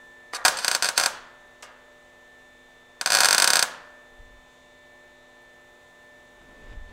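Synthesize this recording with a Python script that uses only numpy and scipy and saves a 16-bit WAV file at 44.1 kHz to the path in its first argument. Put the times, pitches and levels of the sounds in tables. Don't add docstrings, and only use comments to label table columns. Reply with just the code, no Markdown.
import sys
import numpy as np
from scipy import signal
from scipy.fft import rfft, irfft
from scipy.io import wavfile
from scipy.ndimage import uniform_filter1d, minimum_filter1d

SR = 44100
rng = np.random.default_rng(int(sys.argv[2]) if len(sys.argv) > 2 else 0)


def int16_out(signal):
    q = np.round(np.clip(np.atleast_2d(signal).T, -1, 1) * 32767)
    wavfile.write(sys.argv[1], SR, q.astype(np.int16))


def linear_from_db(decibels):
    return 10 ** (np.asarray(decibels, float) / 20)


N = 305172


def noise(size=N):
    return rng.standard_normal(size)


def level(x, db):
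    return x * linear_from_db(db) / np.sqrt(np.mean(x ** 2))


def energy(x, db):
    return x * linear_from_db(db) / np.sqrt(np.sum(x ** 2))


def colour(x, spectrum):
    hz, db = np.transpose(spectrum)
    bins = np.maximum(np.fft.rfftfreq(len(x), 1 / SR), 1)
    gain = linear_from_db(np.interp(np.log(bins), np.log(hz), db))
    return irfft(rfft(x) * gain, len(x))


def band(x, lo_hz, hi_hz):
    return signal.sosfilt(signal.butter(2, [lo_hz, hi_hz], "band", fs=SR, output="sos"), x)


def walk(rate_hz):
    hold = int(SR / rate_hz)
    steps = np.repeat(noise(N // hold + 1), hold)
    return 1.1 * uniform_filter1d(uniform_filter1d(steps, hold), hold)[:N]


def through(x, response):
    return signal.fftconvolve(x, response)[:N]


def fan(shaft_hz, orders, wander=0.00059):
    turns = shaft_hz * np.cumsum(1 + wander * walk(1.5)) / SR
    out = np.zeros(N)
    for order, db in orders:
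        swell = np.sqrt(2) * linear_from_db(db + 2.2 * walk(4.5))
        out += swell * np.sin(2 * np.pi * (order * turns + rng.random()))
    return out


SMALL_HZ, LARGE_HZ = 253.2, 118.85
# (multiple of shaft speed, level_db)
SMALL_FAN = [(1, -66), (3, -74), (4, -69.5), (7, -55), (7.5, -82.5), (8, -72), (9, -72.5), (10, -81),
             (11, -83.5), (12, -80.5), (13, -83.5), (14, -69), (15, -77), (16, -79), (17, -84)]
# (multiple of shaft speed, level_db)
LARGE_FAN = [(1, -80.5), (3, -69.5), (5, -61.5), (6, -75), (7, -78.5), (11, -76), (12, -86.5)]
# (pitch_hz, level_db)
CASE_TONES = [(466.3, -70), (860.6, -75)]
SUPPLY_HZ, SUPPLY_DB = 12021, -88
# (pitch_hz, level_db per Hz)
AIR = [(15, -7), (60, -15.5), (160, -16.5), (270, -19), (480, -12), (900, -14.5), (1600, -20.5),
       (3000, -23.5), (4000, -28), (5000, -32), (7000, -27.5), (8500, -33), (10500, -38), (16000, -42.5)]
AIR_DB = -67.5


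def fans():
    out = fan(SMALL_HZ, SMALL_FAN) + fan(LARGE_HZ, LARGE_FAN)
    for hz, db in CASE_TONES:
        out += fan(hz, [(1, db)])
    out += linear_from_db(SUPPLY_DB) * np.sin(2 * np.pi * SUPPLY_HZ * np.arange(N) / SR)
    rush = np.zeros(N)
    for lo_hz in 18 * 2 ** np.arange(0, 10.):
        rush += band(noise(), lo_hz, 2 * lo_hz) * linear_from_db(0.72 * walk(7.2))
    rush = colour(rush, AIR)
    return out + rush * linear_from_db(AIR_DB) / np.std(band(rush, 2100, 3800))


# (peak_s, level_db, swell_s, fade_s); swell and fade span 20 dB
RUMBLES = [
    (.46, -54, .04, .25),
    (.98, -57.5, .04, 0.37),
    (3.05, -63, .1, 1.2),
    (4.21, -47, .12, .3),
    (4.33, -50, .12, .15),
    (4.43, -58, 0.052, .1),
    (6.66, -44, .05, .1),
    (6.74, -37, 0.12, 0.27),
    (6.82, -42.5, .15, .1),
    (6.92, -36, .07, 0.092),
]
# (time_s, effort_db)
LEAN = [
    (6.1, -74),
    (6.5, -59.5),
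    (6.73, -52.5),
    (6.76, -66),
    (6.86, -62.5),
    (6.92, -53.5),
]
STILL_DB = -71.5
RUB_DB, LEAN_RUMBLE_DB = -1.5, -3
RUB_STEEPNESS = 1.4


def rocking():
    t = np.arange(N) / SR
    lean_s, effort_db = np.transpose(LEAN)
    lean = linear_from_db(np.interp(t, lean_s, effort_db, left=-120))
    load = linear_from_db(STILL_DB) + linear_from_db(LEAN_RUMBLE_DB) * lean
    for s, db, swell_s, fade_s in RUMBLES:
        distance = np.maximum((s - t) / swell_s, (t - s) / fade_s)
        load = np.maximum(load, linear_from_db(db - 20 * distance))
    rumble = level(band(band(noise(), 10, 60), 8, 90), 0) * load
    creak = level(band(noise(), 130, 500) * linear_from_db(1.5 * walk(30)), 1.5) * lean
    rub = level(band(noise(), 500, 2800) * linear_from_db(1.5 * walk(60)), -3.5)
    hardest = lean.max()
    rub *= (lean / hardest) ** RUB_STEEPNESS * hardest * linear_from_db(RUB_DB)
    return rumble + creak + rub


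# (start_s, end_s, start_level_db, end_level_db)
SIZZLE = [(0.329, 0.356, -49, -40.5), (0.346, 0.369, -35, -39), (0.442, 0.445, -49, -45.5),
          (0.45, 0.474, -21, -38.5), (0.57, 0.587, -30, -54), (.586, 0.612, -31.5, -48.5),
          (0.612, 0.641, -43.5, -40), (0.654, 0.766, -43, -35.5), (0.827, 0.901, -33.5, -39.5),
          (0.957, 0.98, -51, -27.5), (0.982, 1.066, -35.5, -39), (3.066, 3.113, -43, -41.5),
          (3.107, 3.271, -41.5, -32), (3.269, 3.621, -39.5, -38)]


def sizzle():
    out, t = np.zeros(N), np.arange(N) / SR
    for start_s, end_s, start_db, end_db in SIZZLE:
        on = (t > start_s) & (t < end_s)
        count = on.sum()
        hail = noise(count) * linear_from_db(2.7 * rng.exponential(size=count))
        out[on] += hail * linear_from_db(np.interp(t[on], [start_s, end_s], [start_db, end_db]) - 12.5)
    return band(out, 300, 13000)


# (pitch_hz, level_db per Hz)
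SHOP = [(70, -38.5), (130, -22), (220, -19.5), (350, -18.5), (520, -7.5), (800, -7), (1200, -5.5),
        (1650, -4), (2050, -11.5), (3000, -10.5), (5000, -8), (8000, -8.5), (11000, -15), (16000, -26)]
# (pitch_hz, fall_s)
SHOP_T60 = [(200, 1), (530, 0.83), (1400, 0.86), (3000, 0.59), (6000, 0.36), (10000, 0.25), (15000, 0.25)]


def shop(onset_s=0.004):
    t, out = np.arange(SR) / SR, np.zeros(SR)
    hz, t60_s = np.transpose(SHOP_T60)
    for centre_hz in 90 * 2 ** np.arange(0, 7.6, .5):
        fall_s = np.interp(np.log(centre_hz), np.log(hz), t60_s)
        tail = band(colour(noise(SR), SHOP), centre_hz / 1.19, centre_hz * 1.19)
        out += tail * linear_from_db(-60 * t / fall_s)
    return energy(out * (1 - np.exp(-t / onset_s)), 0)


# (start_s, level_db, pitch_hz, ring_s)
KNOCKS = [
    (.335, -25, 800, 0.035),
    (1.627, -39, 1210, 0.12),
    (6.415, -50, 1000, 0.019),
    (6.70, -55, 1100, .09),
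    (6.895, -58, 1600, .06),
]
# (start_s, level_db, pitch_hz, ring_s)
TICKS = [
    (.4171, -44, 2800, 0.014),
    (1.6245, -41, 5960, 0.11),
    (5.42, -62, 9000, .02),
]
KNOCK_RATIO, KNOCK_SHOP_DB, TICK_RATIO, TICK_SHOP_DB = 2.34, -5.5, 1.45, -19


def ticks(room):
    out, t = np.zeros(N), np.arange(SR // 4) / SR
    kinds = (KNOCKS, KNOCK_RATIO, KNOCK_SHOP_DB), (TICKS, TICK_RATIO, TICK_SHOP_DB)
    for table, ratio, shop_db in kinds:
        bursts = np.zeros(N + len(t))
        for s, db, hz, ring_s in table:
            at = int(s * SR)
            burst = level(band(noise(len(t)), hz / ratio, hz * ratio), db)
            bursts[at:at + len(t)] += burst * linear_from_db(-60 * t / ring_s)
        out += bursts[:N] + linear_from_db(shop_db) * through(bursts, room)
    return out


# (time_s, peak_db, push_db on the panels)
STRIKES = [
    (0.4496, 4, -5),
    (0.4592, -4, -18),
    (3.0112, -8.5, -27),
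]
# (time_s, peak_db)
SHORTS = [(0.4804, 0.5), (0.6452, -4.5), (0.6796, -1), (0.713, -4.5), (0.7483, -2.5), (0.823, -4),
          (0.8315, -12), (0.844, -5.5), (0.855, -8.5), (0.887, -4.5), (0.9765, 2.5), (0.9974, -4),
          (1.0104, -10), (1.0355, -5), (1.0591, -1.5),
          (3.0592, -3), (3.0724, -10), (3.1022, -5), (3.1196, -2), (3.1306, -4.5), (3.1395, -5),
               (3.1482, 1.5), (3.1573, -6.5), (3.1693, -4), (3.1858, -4), (3.2037, 3.5), (3.2154, -8),
               (3.2327, -2.5), (3.2449, 0), (3.2551, 1), (3.2853, -0.5), (3.3075, -0.5), (3.327, 2),
               (3.3457, -0.5), (3.3798, 2.5), (3.3989, -1.5), (3.4204, 4), (3.442, 1), (3.4742, 3),
               (3.5021, 0.5), (3.5324, 1), (3.555, 0), (3.5679, -2.5), (3.5915, -0.5), (3.6251, 1)]
# (time_s, push_db)
POOL = [
    [(.48, -17), (.65, -23.5), (.85, -24), (1.06, -16)],
    [(3.06, -21), (3.2, -16), (3.4, -21), (3.63, -21)],
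]
PUSH_FOLLOWS_SNAP, PUSH_SCATTER_DB = .2, 1.5


def snaps():
    s, db = np.transpose(SHORTS)
    pool_s, pool_db = np.transpose(np.concatenate(POOL))
    push_db = np.interp(s, pool_s, pool_db) + PUSH_FOLLOWS_SNAP * db
    push_db += PUSH_SCATTER_DB * noise(len(s))
    return np.hstack([np.transpose(STRIKES), [s, db, push_db]])


# (delay_ms, share of the direct snap)
ECHOES = [(0, 1), (.3, -.25), (.48, .56), (.67, .95), (.87, .6), (1.12, .33), (1.29, .44), (1.38, -.33),
          (1.53, -.36), (2.18, -.5), (2.69, .31), (3.16, .33), (3.32, .27), (4.79, -.38), (5.83, -.25)]


def spark(width_ms=0.045, edge_ms=0.0097, edge_db=-6, blunt_ms=4.2):
    delay_ms, share = np.transpose(ECHOES)
    age_ms = np.arange(400)[:, None] / SR * 1000 - delay_ms - .15

    def n_wave(width):
        return age_ms / width * np.exp(.5 - (age_ms / width) ** 2 / 2)

    edge = linear_from_db(edge_db) * n_wave(edge_ms) * np.exp(-delay_ms / blunt_ms)
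    return (n_wave(width_ms) + edge) @ share


def recess(hz=1500, t60_s=0.0071):
    t = np.arange(SR // 40) / SR
    return np.sin(2 * np.pi * hz * t) * linear_from_db(-60 * t / t60_s)


# (pitch_hz, level_db per Hz)
SCATTER = [(59, -60), (100, -21), (752, -13.5), (836, -8.5), (1030, -6), (1280, -10), (1550, 1.5),
           (2000, -15.5), (2580, -10.5), (3780, -7), (4670, -19), (8280, 1), (16000, -19)]


def body(low_t60_s=0.087, mid_t60_s=0.051, high_t60_s=0.018, rise_s=0.0013):
    t = np.arange(SR // 5) / SR
    out = np.zeros(len(t))
    for lo_hz, hi_hz, t60_s in (100, 2000, low_t60_s), (2000, 6500, mid_t60_s), (6500, 19000, high_t60_s):
        out += band(colour(noise(len(t)), SCATTER), lo_hz, hi_hz) * linear_from_db(-60 * t / t60_s)
    return out * (1 - np.exp(-t / rise_s))


# (pitch_hz, width_hz, level_db)
PANELS = [(762, 33, -1), (1072, 27, -3.5), (1313, 26, -3.5), (1585, 63, 2), (2378, 180, -5),
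          (3000, 140, -28), (3450, 57, -44), (3860, 100, -6.5), (4460, 120, -1.5), (4900, 170, -16)]


def panels():
    t = np.arange(SR // 4) / SR
    out = np.zeros(len(t))
    for hz, width_hz, db in PANELS:
        fade = np.exp(-np.pi * width_hz * t)
        out += linear_from_db(db) * np.sqrt(width_hz) * np.sin(2 * np.pi * hz * t) * fade
    return out


SNAP_DELAY_S = 0.00086
THUD_DB, DULL_PER_DB = 2, .04


def arc(room):
    s, db, push_db = snaps()
    sharp, push = np.zeros(N), np.zeros(N)
    at = ((s + SNAP_DELAY_S) * SR).astype(int)
    blunt = np.clip(-DULL_PER_DB * db, -.2, .5)
    sharp[at] = linear_from_db(db - 3.5) * (1 - blunt)
    sharp[at + 1] = linear_from_db(db - 2.5) * blunt
    push[at] = linear_from_db(push_db + 10)
    thump = linear_from_db(THUD_DB) * band(sharp, 85, 330)
    sharp += sizzle()
    bounces = energy(body(), 9.26)
    ringing = energy(panels(), 7.2)
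    ringing += np.pad(energy(band(bounces, 520, 2600), 3), (0, SR // 20))
    near = through(sharp, spark()) + through(sharp, linear_from_db(-19) * recess())
    near += through(sharp, bounces) + through(push, ringing)
    far = linear_from_db(5) * through(.5 * sharp + .5 * push, room)
    return band(near, 260, 20000) + thump + far


def scene():
    room = shop()
    return (fans() + rocking() + ticks(room) + arc(room))[None]


def band_limit(x):
    return signal.sosfilt(signal.butter(12, 16810, fs=SR, output="sos"), x)


def record(dry):
    top = signal.ellip(12, .2, 60, 15780, fs=SR, output="sos")
    cut = signal.sosfilt(top, dry)
    gain = np.minimum(1, .72 / (np.abs(cut) + 1e-9))
    gain = uniform_filter1d(minimum_filter1d(gain, size=31), size=31)
    return band_limit(signal.sosfilt(top, cut * gain))


dry = scene()
out = record(dry)
int16_out(out)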